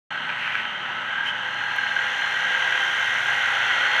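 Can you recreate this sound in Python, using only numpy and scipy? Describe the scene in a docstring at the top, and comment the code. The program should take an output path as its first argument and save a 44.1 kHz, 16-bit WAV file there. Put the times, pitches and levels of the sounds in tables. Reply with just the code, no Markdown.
"""A supercharged six-cylinder engine idles in a workshop as the microphone moves from wing to blower.
Each firing drives the blower's gears across their play, and the impacts ring the gear case.
Shafts hum at multiples of their turning rates, belts and rotors whir and whine, the intake hisses
and valves tick. Early on, a hand rubs and clicks near the microphone."""
import sys
import numpy as np
from scipy import signal
from scipy.fft import rfft, irfft
from scipy.io import wavfile

SR = 44100
rng = np.random.default_rng(int(sys.argv[2]) if len(sys.argv) > 2 else 0)


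def unload_wav(signal):
    """Save mono or channel-first audio to the path in sys.argv[1] as 16-bit WAV at rate SR, clipped to [-1, 1]."""
    wavfile.write(
        sys.argv[1],
        SR,
        np.round(np.clip(np.atleast_2d(signal).T, -1, 1) * 32767).astype(np.int16),
    )


N = 176400
TIME = np.arange(N) / SR
LOG_BIN_HZ = np.log(np.maximum(np.arange(N // 2 + 1) * SR / N, 1))
BLOWER_TURNS_PER_FIRING, CUTOFF_HZ = 1.584, 15300


def from_db(db):
    """Decibels to amplitude ratio."""
    return 10 ** (np.asarray(db) / 20)


def unit_rms(x):
    """Normalisation to unit power."""
    return x / np.sqrt(np.mean(x ** 2) + 1e-20)


def curve(rows):
    """Linear interpolation of (time_s, value) at every sample."""
    return np.interp(TIME, *np.transpose(rows))


def drift(rate_hz):
    """Low-passed noise: a slow random variation of unit spread."""
    pole = np.exp(-80 * np.pi * rate_hz / SR)
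    noise = rng.standard_normal(N // 40 + 2002)  # one value per 40 samples
    slow = signal.lfilter([1], [1, -2 * pole, pole * pole], noise)[2000:]
    return np.interp(np.arange(N) / 40, np.arange(len(slow)), unit_rms(slow))


def colour(x, points):
    """Spectral shaping of unit white noise to (frequency_hz, density_db)."""
    hz, db = np.transpose(points)
    gain = from_db(np.interp(LOG_BIN_HZ, np.log(hz), db))
    return irfft(rfft(x) * gain, N) * np.sqrt(SR / 2)


def ring(x, hz, t60_s):
    """A damped resonator: each impulse starts a decaying sine."""
    pole, angle = from_db(-60 / (t60_s * SR)), 2 * np.pi * hz / SR
    return signal.lfilter([0, np.sin(angle)], [1, -2 * pole * np.cos(angle), pole * pole], x + 1e-18)


def band(x, low_hz, high_hz):
    """A band-pass filter with second-order skirts."""
    return signal.sosfilt(signal.butter(2, [low_hz, high_hz], "band", fs=SR, output="sos"), x)


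def grains(per_s, spread_db):
    """Shot noise: tiny impacts of random time and size."""
    sizes = from_db(spread_db * np.minimum(rng.exponential(1, N), 4)) * rng.choice([-1, 1], N)
    return unit_rms(sizes * (rng.random(N) < per_s / SR))


def pulses(turns, sharpness):
    """A periodic envelope: one smooth unit pulse per turn."""
    return np.exp(sharpness * (np.cos(2 * np.pi * turns) - 1))


def strikes(rows):
    """One impulse for each (start_s, level_db)."""
    impulses = np.zeros(N)
    for start_s, level_db in rows:
        impulses[int(start_s * SR)] = from_db(level_db)
    return impulses


def harmonic(table):
    """A harmonic series: each row's order is rounded to a whole number."""
    return [(round(order), far_db, near_db) for order, far_db, near_db in table]


def hum(turns, table, near):
    """Partials at multiples of a cycle rate, fluttering in level and phase."""
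    out = np.zeros(N)
    for order, far_db, near_db in table:
        level_db = far_db + (near_db - far_db) * near + 2.5 * drift(2.6)
        phase = 2 * np.pi * (order * turns + rng.random()) + .74 * drift(6.9)
        out += np.sqrt(2) * from_db(level_db) * np.sin(phase)
    return out


def shaft_hum(firings, near):
    """Periodic forcing: engine, pulleys and blower shaft radiate tones tied to their speeds."""
    # order (per firing), far_db, near_db
    engine = [(2, -74, -82), (6, -57, -74), (9, -66.5, -61), (13, -59.5, -52.5), (15, -54.5, -60.5),
              (18, -62, -52.5), (20, -64.5, -50.5), (33, -42, -49), (38, -40.5, -49), (198.7, -72.5, -84.5),
              (235, -86.5, -75.5)]
    pulleys = [(2.524, -67, -62.5), (3.79, -63.5, -66), (4.2, -57, -82), (53.3, -51.5, -41.5)]
    # order (per blower turn), far_db, near_db
    blower = [(2, -58.5, -59), (3, -63.5, -60.5), (4, -64, -62)]
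    return (hum(firings, harmonic(engine), near) + hum(firings, pulleys, near)
            + hum(BLOWER_TURNS_PER_FIRING * firings, harmonic(blower), near))


def swelling_tone(cycles, levels, wander_hz):
    """Slow modulation: a tone wanders in phase as it swells and fades."""
    return np.sqrt(2) * from_db(curve(levels)) * np.sin(2 * np.pi * cycles + drift(wander_hz))


def drone_and_rotor_tone(firings):
    """Two orders of the firing rate swell and fade as the microphone passes."""
    # envelopes: time_s, level_db
    drone_levels = [(.8, -50), (1.85, -41.5), (2.9, -45.5), (3.9, -41)]
    rotor_levels = [(1.4, -50), (2.3, -44), (2.5, -39), (2.68, -43), (2.84, -34), (3.15, -45), (3.62, -44),
                    (3.76, -34)]
    drone = swelling_tone(21 * firings, drone_levels, wander_hz=2.3)
    return drone + swelling_tone(78.7 * firings, rotor_levels, wander_hz=6)


def whir(firings, near):
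    """Broadband noise of belts, rotors and block, amplitude-modulated at the firing rate."""
    # spectral density: frequency_hz, far_db, near_db
    density = [(52.5, -106, -104), (100, -88, -84), (238, -73.5, -80), (313, -79, -82.5), (547, -80, -73),
               (932, -64, -62.5), (1130, -70.5, -65.5), (1533, -59, -55.5), (1770, -65, -58.5),
               (2004, -65, -58), (2370, -73, -66), (2980, -64, -60.5), (3397, -74, -66.5),
               (4160, -85.5, -79), (4990, -99, -92.5), (8000, -125, -120)]
    hz, far_db, near_db = np.transpose(density)
    throb = (1 + .055 * np.cos(2 * np.pi * firings)) * from_db(.42 * drift(7.8))
    far_spectrum = rfft(colour(rng.standard_normal(N) * throb, np.c_[hz, far_db]))
    rush = np.zeros(N)
    # overlapping bands each move from their far level towards their near one
    for weights, rise_db in zip(np.eye(len(hz)), near_db - far_db):
        part = irfft(far_spectrum * np.interp(LOG_BIN_HZ, np.log(hz), weights), N)
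        rush += part * from_db(rise_db * near)
    return rush + casing(throb, near)


def casing(throb, near):
    """Forced resonance: the whir stirs the casing into narrow bands of noise."""
    # centre_hz, width_hz, far_db, near_db
    resonances = [(1462, 130, -64.5, -38.5), (1923, 83, -42.5, -34), (2158, 55, -60, -48),
                  (3110, 80, -43.5, -46.5)]
    out = np.zeros(N)
    for centre_hz, width_hz, far_db, near_db in resonances:
        stirred = band(rng.standard_normal(N) * throb, centre_hz - width_hz / 2, centre_hz + width_hz / 2)
        out += unit_rms(stirred) * from_db(far_db + (near_db - far_db) * near)
    return out


def gear_case(impacts):
    """Modal response: each impact rings the case's damped modes, in alternating polarity."""
    # pitch_hz, gain_db, t60_s
    modes = [(1498, -12.5, 0.054), (1617, -4, 0.049), (1653, -13, 0.0039), (2120, -11, 0.009),
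             (3150, -13.5, 0.021)]
    ringing = sum((-1) ** k * from_db(db) * ring(impacts, hz, t60) for k, (hz, db, t60) in enumerate(modes))
    return band(ringing, low_hz=740, high_hz=3660)


def gear_rattle(firings):
    """Backlash: at each firing the teeth cross their play in a burst of impacts over a pulsing mesh tone."""
    # envelope before the trim: time_s, level_db
    levels = [(.12, -32), (.92, -52), (1.12, -22.5), (1.22, -25), (1.35, -33.5), (1.85, -27), (2.35, -28),
              (2.5, -24), (3.3, -26), (3.5, -30.5), (4, -29)]
    mesh_order, mesh_share, trim_db, lead_periods = 40.5, .8, -3, .06
    load = .42 + pulses(firings, sharpness=2.2)
    blows = np.diff(np.floor(firings + lead_periods + .004 * drift(14.1)), prepend=0)  # one per firing
    impacts = grains(per_s=2000, spread_db=3.5) * load + .6 * unit_rms(blows)
    mesh = load * np.sin(2 * np.pi * mesh_order * firings + drift(6.8))
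    rattle = np.sqrt(1 - mesh_share) * unit_rms(gear_case(impacts)) + np.sqrt(mesh_share) * unit_rms(mesh)
    return rattle * from_db(curve(levels) + trim_db + .6 * drift(25))


def rotor_whine(firings):
    """Amplitude modulation: an unsteady high tone flutters with each turn of the blower."""
    # envelope: time_s, level_db
    levels = [(.12, -55), (1.35, -68), (1.55, -51), (1.87, -48), (2.14, -52.5), (2.24, -45), (2.6, -55.5),
              (3.3, -54), (4, -43.5)]
    order = 105.6
    tone = np.sin(2 * np.pi * order * firings + 1.17 * drift(13))
    throb = 1 + .6 * np.cos(2 * np.pi * BLOWER_TURNS_PER_FIRING * firings)
    return unit_rms(tone * throb) * from_db(curve(levels))


def intake_hiss(firings):
    """Flow noise: the intake air pulses with each turn of the blower."""
    # envelope: time_s, level_db
    levels = [(.1, -60), (1.2, -59), (2.1, -49), (3, -46)]
    # frequency_hz, relative_db
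    spectrum = [(3000, -21), (5100, -11.5), (6050, 0), (7000, -10.5), (8500, -19), (9900, -21),
                (15000, -31)]
    throb = 1 + .2 * np.cos(2 * np.pi * BLOWER_TURNS_PER_FIRING * firings)
    air = colour(rng.standard_normal(N) * throb, spectrum)
    return unit_rms(air) * from_db(curve(levels))


def valve_ticks(firings):
    """Impact noise: the valves give short broadband bursts, five to every six firings."""
    # envelope: time_s, level_db
    levels = [(.1, -78.5), (1.9, -79), (3.05, -63), (3.6, -70)]
    # frequency_hz, relative_db
    spectrum = [(3000, -9), (11500, -8), (15000, -10)]
    bursts = rng.standard_normal(N) * pulses(5 / 6 * firings, sharpness=9)
    ticks = colour(bursts * from_db(1.6 * drift(20)), spectrum)
    return unit_rms(ticks) * from_db(curve(levels))


def hand_rubs():
    """Friction: a sliding hand makes dense tiny impacts that merge into grainy noise."""
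    # start_s, length_s, level_db, relative_treble_db
    strokes = [(0.275, 0.11, -31, -42), (0.349, 0.31, -30.5, -30), (1.228, 0.1, -29.5, -19.5)]
    # frequency_hz, relative_db
    body_spectrum = [(300, -43), (1700, 3), (2700, 1.5), (3600, -16), (6300, -42), (11000, -50.5)]
    treble_spectrum = [(300, -50), (5500, 4.5), (8000, -7.5), (9900, -8), (15000, -26)]
    body, treble = (unit_rms(colour(grains(per_s=3800, spread_db=2.5), spectrum))
                    for spectrum in (body_spectrum, treble_spectrum))
    out, fade_s = np.zeros(N), .064
    for start_s, length_s, level_db, treble_db in strokes:
        fade = np.clip(np.minimum(TIME - start_s, start_s + length_s - TIME) / fade_s, 0, 1)
        out += fade * from_db(level_db) * (body + from_db(treble_db) * treble)
    return out


def hand_clicks():
    """Impulse response: handling strikes two heavily damped modes, giving dry clicks."""
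    # start_s, strength_db
    taps = [(.2925, -11), (.301, -11), (.4775, -9), (.5535, -6), (.653, -15)]
    # pitch_hz, gain_db, t60_s
    modes = [(1620, 0, .014), (2350, -1, .009)]
    ringing = sum(from_db(db) * ring(strikes(taps) / 2, hz, t60) for hz, db, t60 in modes)
    return band(ringing, low_hz=1030, high_hz=3700)


def gear_knocks():
    """Impulsive excitation: the hardest tooth impacts ring the case as single knocks."""
    # start_s, strength_db
    knocks = [(1.106, -14), (1.784, -10), (1.834, -13.5), (1.964, -9), (1.989, -11.5), (2.219, -8.5),
              (2.468, -9), (2.723, -7.5), (2.774, -14.5)]
    return gear_case(strikes(knocks))


def squeak(peak_s=1.285, spread_s=.031, pitch_hz=3080, width_hz=200, level_db=-31):
    """Narrow-band resonance: the last rub rings briefly."""
    tone = band(rng.standard_normal(N), pitch_hz - width_hz / 2, pitch_hz + width_hz / 2)
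    return unit_rms(tone) * from_db(level_db) * np.exp(-((TIME - peak_s) / spread_s) ** 2)


def snap(start_s=1.763, strength_db=-22):
    """An impulse confined to the treble is heard as one thin, bright tick."""
    return band(strikes([(start_s, strength_db)]), low_hz=7000, high_hz=CUTOFF_HZ)


def scene():
    """One speed sets the engine's pitches and pulses; nearness sets the balance of hum and whir."""
    # engine speed: time_s, firing_rate_hz
    speed = [(0, 39.85), (.8, 39.65), (1.7, 39.6), (2.2, 39.35), (3.4, 39.7), (3.8, 40.05)]
    # microphone path: time_s, nearness (0 at the wing, 1 over the blower, above 1 closer still)
    approach = [(.1, 0.081), (1.3, 0.2), (1.6, 0.38), (2, 0.74), (2.6, 1.09), (3.2, 1.17), (3.8, 1.48)]
    firings = np.cumsum(curve(speed) * (1 + .0012 * drift(4.05))) / SR
    near = curve(approach)
    engine = (shaft_hum(firings, near) + drone_and_rotor_tone(firings) + whir(firings, near)
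              + gear_rattle(firings) + rotor_whine(firings) + intake_hiss(firings) + valve_ticks(firings))
    return (engine + hand_rubs() + hand_clicks() + gear_knocks() + squeak() + snap())[None]


def record(dry):
    """Gating and band limiting: the microphone opens just after the start; the top is cut steeply."""
    open_s, fade_s = .105, .002
    opened = np.clip((TIME - open_s) / fade_s, 0, 1)
    return signal.sosfilt(signal.ellip(10, .1, 80, CUTOFF_HZ, fs=SR, output="sos"), dry * opened)


dry = scene()
out = record(dry)
unload_wav(out)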